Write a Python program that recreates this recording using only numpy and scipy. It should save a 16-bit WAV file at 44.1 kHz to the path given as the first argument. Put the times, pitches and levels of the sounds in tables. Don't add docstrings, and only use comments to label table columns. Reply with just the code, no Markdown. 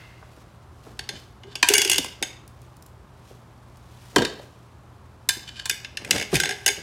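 import sys
import numpy as np
from scipy import signal
from scipy.fft import rfft, irfft
from scipy.io import wavfile

SR = 44100
rng = np.random.default_rng(int(sys.argv[2]) if len(sys.argv) > 2 else 0)


def log_audio(samples):
    frames = np.atleast_2d(samples).T
    limited = np.clip(frames, -1, 1)
    pcm = np.round(limited * 32767).astype(np.int16)
    wavfile.write(sys.argv[1], SR, pcm)


N = 300762
TIME = np.arange(N) / SR


def amp(db):
    return 10 ** (np.asarray(db) / 20)


def rms(x):
    return np.sqrt(np.mean(x ** 2) + 1e-20)


def read(points, hz):
    f, value = np.transpose(points)
    return np.interp(np.log(hz + 1), np.log(f + 1), value)


def add(mix, s, sound):
    part = mix[max(round(s * SR), 0):][:len(sound)]
    part += sound[:len(part)]


def colour(x, points, size=4096):
    log_gain = np.log(amp(read(points, abs(np.fft.fftfreq(size, 1 / SR)))))
    spectrum = np.exp(np.conj(signal.hilbert(log_gain)))
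    taps = np.fft.ifft(spectrum).real[:size // 2]
    y = signal.fftconvolve(x, taps)[:len(x)]
    return y / rms(y)


def wander(length, rate_hz):
    hz = np.fft.rfftfreq(length, 1 / SR)
    y = irfft(rfft(rng.standard_normal(length)) * np.exp(-(hz / rate_hz) ** 2), length)
    return y / rms(y)


# [dB per Hz, relative]
AIR = [(15, -42.5), (25, -18), (56, -7.5), (123, -9), (145, -11.5), (263, -17.5), (293, -19), (384, -17.5),
       (463, -23), (560, -21), (1100, -21), (2000, -33.5), (6920, -46), (11600, -50), (16000, -58.5)]
# pitch_hz [Hz], level_db [dB rms]
HUM = [(60, -60), (83, -58.5), (119.7, -53.5)]


def background():
    hum = np.zeros(N)
    for hz, db in HUM:
        phase = 2 * np.pi * hz * TIME + 0.5 * wander(N, 3.8)
        hum += amp(db) * np.sqrt(2) * np.sin(phase)
    air = amp(-50.5) * colour(rng.standard_normal(N), AIR, size=16384)
    return air + hum


# [dB per Hz, relative]
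AFTER_RING_COLOUR = [(700, -8), (1200, -12), (1600, -3), (1850, -5.5), (2080, 6), (2350, -12), (2680, -1),
                     (3100, -10), (4700, -13), (7000, -21.5), (14000, -30)]


def after_ring(start_db=-48.5, fall_db_per_s=51.5):
    return amp(start_db - fall_db_per_s * TIME) * colour(rng.standard_normal(N), AFTER_RING_COLOUR)


def effort(strokes, roundness=0.88):
    power = np.zeros(N)
    for s, db, rise_s, fall_s in strokes:
        away = np.maximum((s - TIME) / rise_s, (TIME - s) / fall_s)
        power += amp(db - 20 * np.minimum(away, 10) ** roundness) ** 2
    return np.sqrt(power)


def friction(push, spectrum, slips_per_s, uneven_db, modes=(), width_hz=70):
    pressure = amp(np.clip(uneven_db * wander(N, 90), -6, 6))
    slips = (rng.random(N) < slips_per_s / SR) * rng.standard_normal(N) * pressure
    rub = colour(slips, spectrum)
    if len(modes):
        ring = np.zeros(N)
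        for hz, db, _ in modes:
            ring += amp(db) * signal.lfilter(*signal.iirpeak(hz, hz / width_hz, SR), rub)
        rub = rub + ring / rms(ring)
    return push * rub / rms(rub)


# start_s [s, hardest push], level_db [dB rms there], rise_s [s], fall_s [s]
SLIDES = [(.4, -62, 0.86, 0.37), (.88, -56, 0.19, 0.18), (1.2, -55.5, 0.21, 0.17), (2.65, -66, 0.67, .5),
          (3.3, -56, 0.18, 0.15), (4.12, -53.5, 0.58, 0.64), (4.42, -57.5, 0.19, 0.14)]
# [dB per Hz, relative]
SLIDE_COLOUR = [(300, -31.5), (1500, -1.5), (3300, 0.5), (6000, -3), (11000, -8.5), (16000, -15.5)]


def slides(rest_db=-72):
    push = np.hypot(effort(SLIDES), amp(rest_db))
    return friction(push, SLIDE_COLOUR, slips_per_s=12000, uneven_db=1.8)


# [Hz, centre]
THUMPS = [(0.227, -35, 788), (.374, -39, 525), (0.866, -35, 514), (1.987, -23.5, 300), (2.218, -27, 379),
          (3.308, -36, 435), (4.163, -7, 408), (4.181, -12.5, 353), (4.202, -20, 260), (4.220, -15, 407),
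          (4.396, -32.5, 700), (5.367, -35.5, 340), (6.329, -10.5, 385), (6.333, -18, 153),
          (6.362, -29, 385), (6.778, -33, 310)]


def thumps(cycles=3.3, sag=0.25, scuff=1.22, size=8192):
    out, t = np.zeros(N), np.arange(size) / SR
    for s, db, hz in THUMPS:
        decay_s = cycles / hz
        fade = np.exp(-t / decay_s) * (1 - np.exp(-t * hz * 2))
        pitch_hz = hz * (1 + sag * (2 * np.exp(-t / decay_s) - 1))
        swing = fade * np.sin(2 * np.pi * np.cumsum(pitch_hz) / SR)
        shape = [(hz / 4, -20), (hz * 0.52, -4), (hz, 0), (hz * 1.32, -5), (hz * 3, -20), (hz * 12, -55)]
        puff = colour(rng.standard_normal(size) * fade, shape)
        blow = swing / rms(swing) + scuff * puff
        add(out, s, amp(db) * blow / abs(blow).max())
    return out


# start_s [s, hardest push], level_db [dB rms there], rise_s [s], fall_s [s]
DRAGS = [(.88, -43, 0.061, 0.076), (1.14, -47, .15, 0.11), (4.185, -22.5, 0.028, 0.083),
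         (6.16, -30.5, 0.16, 0.097), (6.42, -42, .15, 0.1)]
# [dB per Hz, relative]
DRAG_COLOUR = [(40, -24), (90, -5), (220, -3.5), (420, -5), (600, -6.5), (1000, -17.5), (2000, -22),
               (8000, -47)]


def drags():
    return friction(effort(DRAGS), DRAG_COLOUR, slips_per_s=1000, uneven_db=1.0)


def contact_force(t, crack_s, rattle_db=-21, rattle_s=.018):
    push = (t / crack_s) ** .5 * np.exp(-(t / crack_s) ** 1.12)
    return push / push.max() + amp(rattle_db) * np.exp(-t / rattle_s)


def contact_notes(t, first_hz, second_hz, t60, crack_s):
    clock = np.cumsum(1 + .018 * wander(len(t), 200)) / SR
    notes = np.sin(2 * np.pi * first_hz * clock) + 0.39 * np.sin(2 * np.pi * second_hz * clock)
    return notes * amp(-60 * t / t60) * (1 - np.exp(-2 * t / crack_s))


def modal_ring(t, modes, split, damping, crack_s):
    ring = np.zeros(len(t))
    for hz, db, t60 in modes:
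        pair = hz * (1 + split * rng.standard_normal((2, 1)))
        beating = np.sin(2 * np.pi * (pair * t + rng.random((2, 1)))).sum(0)
        ring += amp(db - 60 * damping * t / t60) * beating
    return ring * (1 - np.exp(-t / crack_s)) * (1 + .7 * wander(len(t), 140))


def blows(rows, spectrum, modes, crack_s, second_hz, ring_db, notes_db, notes_t60, gain_db, spread_s,
          split, damping, softness, size=16384):
    out, t, hz = np.zeros(N), np.arange(size) / SR, np.fft.rfftfreq(size, 1 / SR)
    bass = 1 / (1 + (hz / 1300) ** 12)
    treble = 1 - 1 / (1 + (hz / 5500) ** 12)
    octaves_up = np.log2(np.maximum(hz / 5500, 1))
    attack = round(.012 * SR)
    lag = np.exp(-4j * np.pi * spread_s * np.sqrt(hz * 1000))
    for s, middle_db, bass_db, treble_db, first_hz in rows:
        crack = colour(contact_force(t, crack_s) * rng.choice([-1., 1.], size), spectrum)
        notes = contact_notes(t, first_hz, second_hz, notes_t60, crack_s)
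        ring = modal_ring(t, modes, split, damping, crack_s)
        sound = crack / rms(crack[:attack])
        sound += amp(notes_db) * notes / rms(notes[:attack])
        sound += amp(ring_db) * ring / rms(ring[:attack])
        z = lag * rfft(sound)
        top = treble * amp(softness * min(treble_db - middle_db, 0) * octaves_up)
        for share, db in (bass, bass_db), (1 - bass - treble, middle_db), (top, treble_db):
            part = irfft(z * share)
            add(out, s - spread_s / 2, amp(gain_db + db) * part[:size * 3 // 4] / rms(part[:attack]))
    return out


def bounces(runs, ratio=.855, dulling=1.7):
    rows = []
    for start, gap_s, length_s, middle_db, bass_db, treble_db, fall_db, hz in runs:
        ages = gap_s * (1 - ratio ** np.arange(20)) / (1 - ratio)
        ages = ages[ages <= length_s]
        losses_db = fall_db * np.linspace(0, 1, len(ages)) ** 2
        for age, lost_db in zip(ages, losses_db):
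            bands_db = middle_db - lost_db, bass_db - lost_db, treble_db - dulling * lost_db
            rows.append((start + age, *bands_db, hz))
    return rows


# [Hz, strongest note]
CLINKS = [(0.9916, -29.5, -41, -38, 4470), (1.0901, -28, -42, -35.5, 4257), (1.4338, -44.5, -55, -62, 2830),
          (2.2258, -22, -35, -26, 3670), (5.6962, -20.5, -42.5, -21.5, 2520),
          (5.8464, -31.5, -55.5, -46, 2680), (5.9713, -27, -56, -36.5, 2670), (6.0473, -34, -45, -42, 2460),
          (6.1088, -14.5, -31.5, -17, 2650), (6.1278, -31, -39, -49, 2380),
          (6.3544, -18.5, -52, -23.5, 2500), (6.4002, -18.5, -38, -23, 1570),
          (6.662, -17.5, -30, -16.5, 2920), (6.6787, -20, -32.5, -20, 4860),
          (6.6861, -21.5, -31, -27, 2300)]
# [Hz, strongest note]
CLINK_BOUNCES = [(6.161, .0198, .07, -28, -42.5, -35, 1.6, 2220),
                 (6.4345, 0.021, .043, -21.5, -32, -28, 10, 1587),
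                 (6.4911, .0172, .039, -25.5, -34, -32, 7.2, 1660)]
# [dB per Hz, relative]
CLINK_COLOUR = [(100, -30.5), (400, -9), (600, -10.5), (780, 4.5), (1200, -20.5), (1550, 1), (2400, 0.5),
                (3900, -5), (5000, -3.5), (7000, -9), (9500, -9), (13000, -16.5), (16000, -27.5)]
# pitch_hz [Hz], level_db [dB, relative], t60_s [s before the extra damping]
LOOSE_LEVER = [(400.8, -1.5, 0.31), (754, -7.5, 0.18), (1605, -1, 0.17), (2080, -10.5, 0.44),
               (2215, -12.5, 0.5), (2632, -2.5, 0.098), (2908, 0.5, 0.11), (3130, -8, 0.23),
               (3550, -4.5, 0.28), (5030, -5.5, 0.15), (5580, -15.5, 0.15), (6570, -4, .22),
               (7960, -9, 0.16), (9330, -6, 0.14)]


def clinks():
    return blows(CLINKS + bounces(CLINK_BOUNCES), CLINK_COLOUR, LOOSE_LEVER, crack_s=.0025,
                 second_hz=2072, ring_db=-5.0, notes_db=-4.0, notes_t60=0.031, gain_db=-1.5,
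                 spread_s=.0018, split=.005, damping=2.6, softness=.7)


# start_s [s, hardest push], level_db [dB rms there], rise_s [s], fall_s [s]
RIM_SCRAPES = [(1.17, -43.5, 0.064, 0.042), (1.52, -48, .07, .07), (5.49, -38.5, 0.052, 0.056),
               (5.6, -34.5, 0.08, 0.044)]
# [dB per Hz, relative]
RIM_SCRAPE_COLOUR = [(300, -21), (1200, -17), (1650, -1), (2300, -9), (3050, 0.5), (3600, -1.5),
                     (4700, -2.5), (6000, -9), (10000, -19.5), (16000, -37)]
# pitch_hz [Hz], level_db [dB, relative], t60_s [s before a blow's extra damping]
WHEEL = [(734, -13, 0.31), (972.6, -2.5, 0.31), (1605, -7.5, 0.83), (1603, -4.5, .35), (2415, -1.5, .25),
         (3010, -2, 0.43), (3565, -5, 0.36), (3693, -12, 0.6), (4530, -6, 0.3), (4700, -15, 0.53),
         (5230, -12.5, 0.25), (6500, -10, 0.38), (7330, -2, 0.085), (7540, -7, 0.33), (9700, -13, 0.41),
         (10900, -7, 0.16)]


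def rim_scrapes():
    return friction(effort(RIM_SCRAPES), RIM_SCRAPE_COLOUR, slips_per_s=4400, uneven_db=4.0, modes=WHEEL)


# [dB, before rise and decay]
GROANS = [(1.444, -37.5), (1.697, -14.5), (1.788, -34.5), (1.853, -29)]


def groan(hz=394, waver=.04, rise_s=0.0087, decay_s=0.052, uneven_db=2.5):
    swing = np.zeros(N)
    for s, db in GROANS:
        age = np.maximum(TIME - s, 0)
        swing += amp(db) * (1 - np.exp(-age / rise_s)) * np.exp(-age / decay_s)
    swing *= amp(uneven_db * wander(N, 99))
    pitch_hz = hz * (1 + waver * wander(N, 60))
    return swing * np.sin(2 * np.pi * np.cumsum(pitch_hz) / SR)


# [Hz, strongest note]
JERKS = [(1.5542, -30, -43.5, -39, 2740), (1.9582, -26.5, -44, -32.5, 2880),
         (1.9813, -20, -32, -22.5, 3580), (2.0441, -37, -36, -37, 5270)]
# [Hz, strongest note]
JERK_BOUNCES = [(1.6868, .0503, .2, -16.5, -32.5, -16, 10, 2834),
                (1.8971, .0178, .052, -19, -35.5, -19.5, 9, 2835)]
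# [dB per Hz, relative]
JERK_COLOUR = [(100, -28), (400, -9.5), (600, -18), (900, -11.5), (1200, -19.5), (1700, -8), (2300, -9),
               (2850, 2.5), (3900, -11.5), (4700, -2.5), (8000, -3.5), (11000, -7.5), (16000, -21)]
# pitch_hz [Hz], level_db [dB, relative], t60_s [s before the extra damping]
LOADED_LEVER = [(1588, -9.5, 0.9), (2072, -8, 0.85), (2252, -6.5, 0.65), (2380, -11, 0.12),
                (2850, -1.5, 0.43), (2940, -2, 0.13), (3380, -8.5, 0.83), (4740, -9.5, 0.71),
                (5830, -10, 0.4), (6282, -5, 0.19), (6590, 2, 0.5), (7200, -10.5, .25), (8200, -3.5, 0.15),
                (9420, -5.5, 0.48), (10100, -12.5, .2)]


def jerks():
    return blows(JERKS + bounces(JERK_BOUNCES), JERK_COLOUR, LOADED_LEVER, crack_s=.003,
                 second_hz=3447, ring_db=-12, notes_db=-7.0, notes_t60=0.044, gain_db=0.0,
                 spread_s=.0012, split=0.0018, damping=2.9, softness=0.37)


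# [Hz, strongest note]
KNOCKS = [(1.6277, -10.5, -19.5, -20.5, 2500), (4.1603, -14.5, -18.5, -23, 3150),
          (4.1825, -23, -41, -33, 2900), (4.2196, -24, -46, -36, 3660), (4.2493, -22.5, -46, -33, 3700),
          (5.2891, -16, -35, -16.5, 3570), (5.6558, -28.5, -41, -30, 3590)]
# [dB per Hz, relative]
KNOCK_COLOUR = [(100, -29), (350, -8.5), (600, -15), (980, -5.5), (1230, -19), (1650, 4.5), (2000, -7),
                (3300, -7.5), (4400, -2), (6000, -7.5), (7600, -6), (11000, -13.5), (16000, -24)]


def knocks():
    return blows(KNOCKS, KNOCK_COLOUR, WHEEL, crack_s=.0033,
                 second_hz=1610, ring_db=-9.5, notes_db=-7, notes_t60=0.05, gain_db=-2.0,
                 spread_s=.0015, split=.004, damping=3.1, softness=0.38)


# start_s [s, hardest push], level_db [dB rms there], rise_s [s], fall_s [s]
SCRAPES = [(1.7, -24.5, .04, 0.22), (6.16, -33.5, 0.1, 0.13), (6.345, -20, .025, 0.059),
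           (6.52, -46.5, .08, 0.65)]


def scrapes():
    return friction(effort(SCRAPES), CLINK_COLOUR, slips_per_s=2000, uneven_db=-1.3)


# [dB, 3 dB below the peak]
SNAPS = [(2.4775, -40), (2.6172, -46.5), (2.7676, -46.5), (2.824, -39.5), (2.863, -40), (3.771, -47)]


def snaps(decay_s=0.0029, size=1024):
    out, t = np.zeros(N), np.arange(size) / SR
    shape = [(1000, -25), (4000, -6.0), (9000, -2.5), (16000, -10.5)]
    for s, db in SNAPS:
        tick = colour(rng.standard_normal(size) * np.exp(-t / decay_s), shape)
        add(out, s, amp(db + 3) * tick / abs(tick).max())
    return out


# frequency_hz [Hz], t60_s [s]
GARAGE = [(100, 0.25), (400, .55), (1000, 0.47), (2500, 0.52), (6000, 0.46), (10000, 0.3), (16000, 0.41)]


def garage(x, wet_db, build_s):
    t = np.arange(SR) / SR
    reflections = rng.standard_normal(SR) * (rng.random(SR) < 4000 / SR)
    taps = reflections * (1 - np.exp(-(t / build_s) ** 2))
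    hz, frame_s, z = signal.stft(taps, SR, nperseg=256)
    decay = amp(-60 * frame_s / read(GARAGE, hz)[:, None])
    tail = signal.istft(z * decay, SR, nperseg=256)[1]
    return x + amp(wet_db) * signal.fftconvolve(x, tail / np.linalg.norm(tail))[:N]


def scene():
    rubber = slides() + thumps() + drags() + snaps()
    steel = clinks() + rim_scrapes() + groan() + jerks() + knocks() + scrapes()
    room = garage(steel, wet_db=-10.5, build_s=0.005) + garage(rubber, wet_db=-9.0, build_s=0.0083)
    return (room + after_ring() + background())[None]


def record(dry):
    thin = signal.sosfilt(signal.butter(6, 42, "highpass", fs=SR, output="sos"), dry)
    rounded = thin / (1 + thin ** 8) ** .125
    band_limit = signal.firwin(151, 16100, window=("kaiser", 9), fs=SR)
    return signal.oaconvolve(rounded, band_limit[None], "same")


dry = scene()
out = record(dry)
log_audio(out)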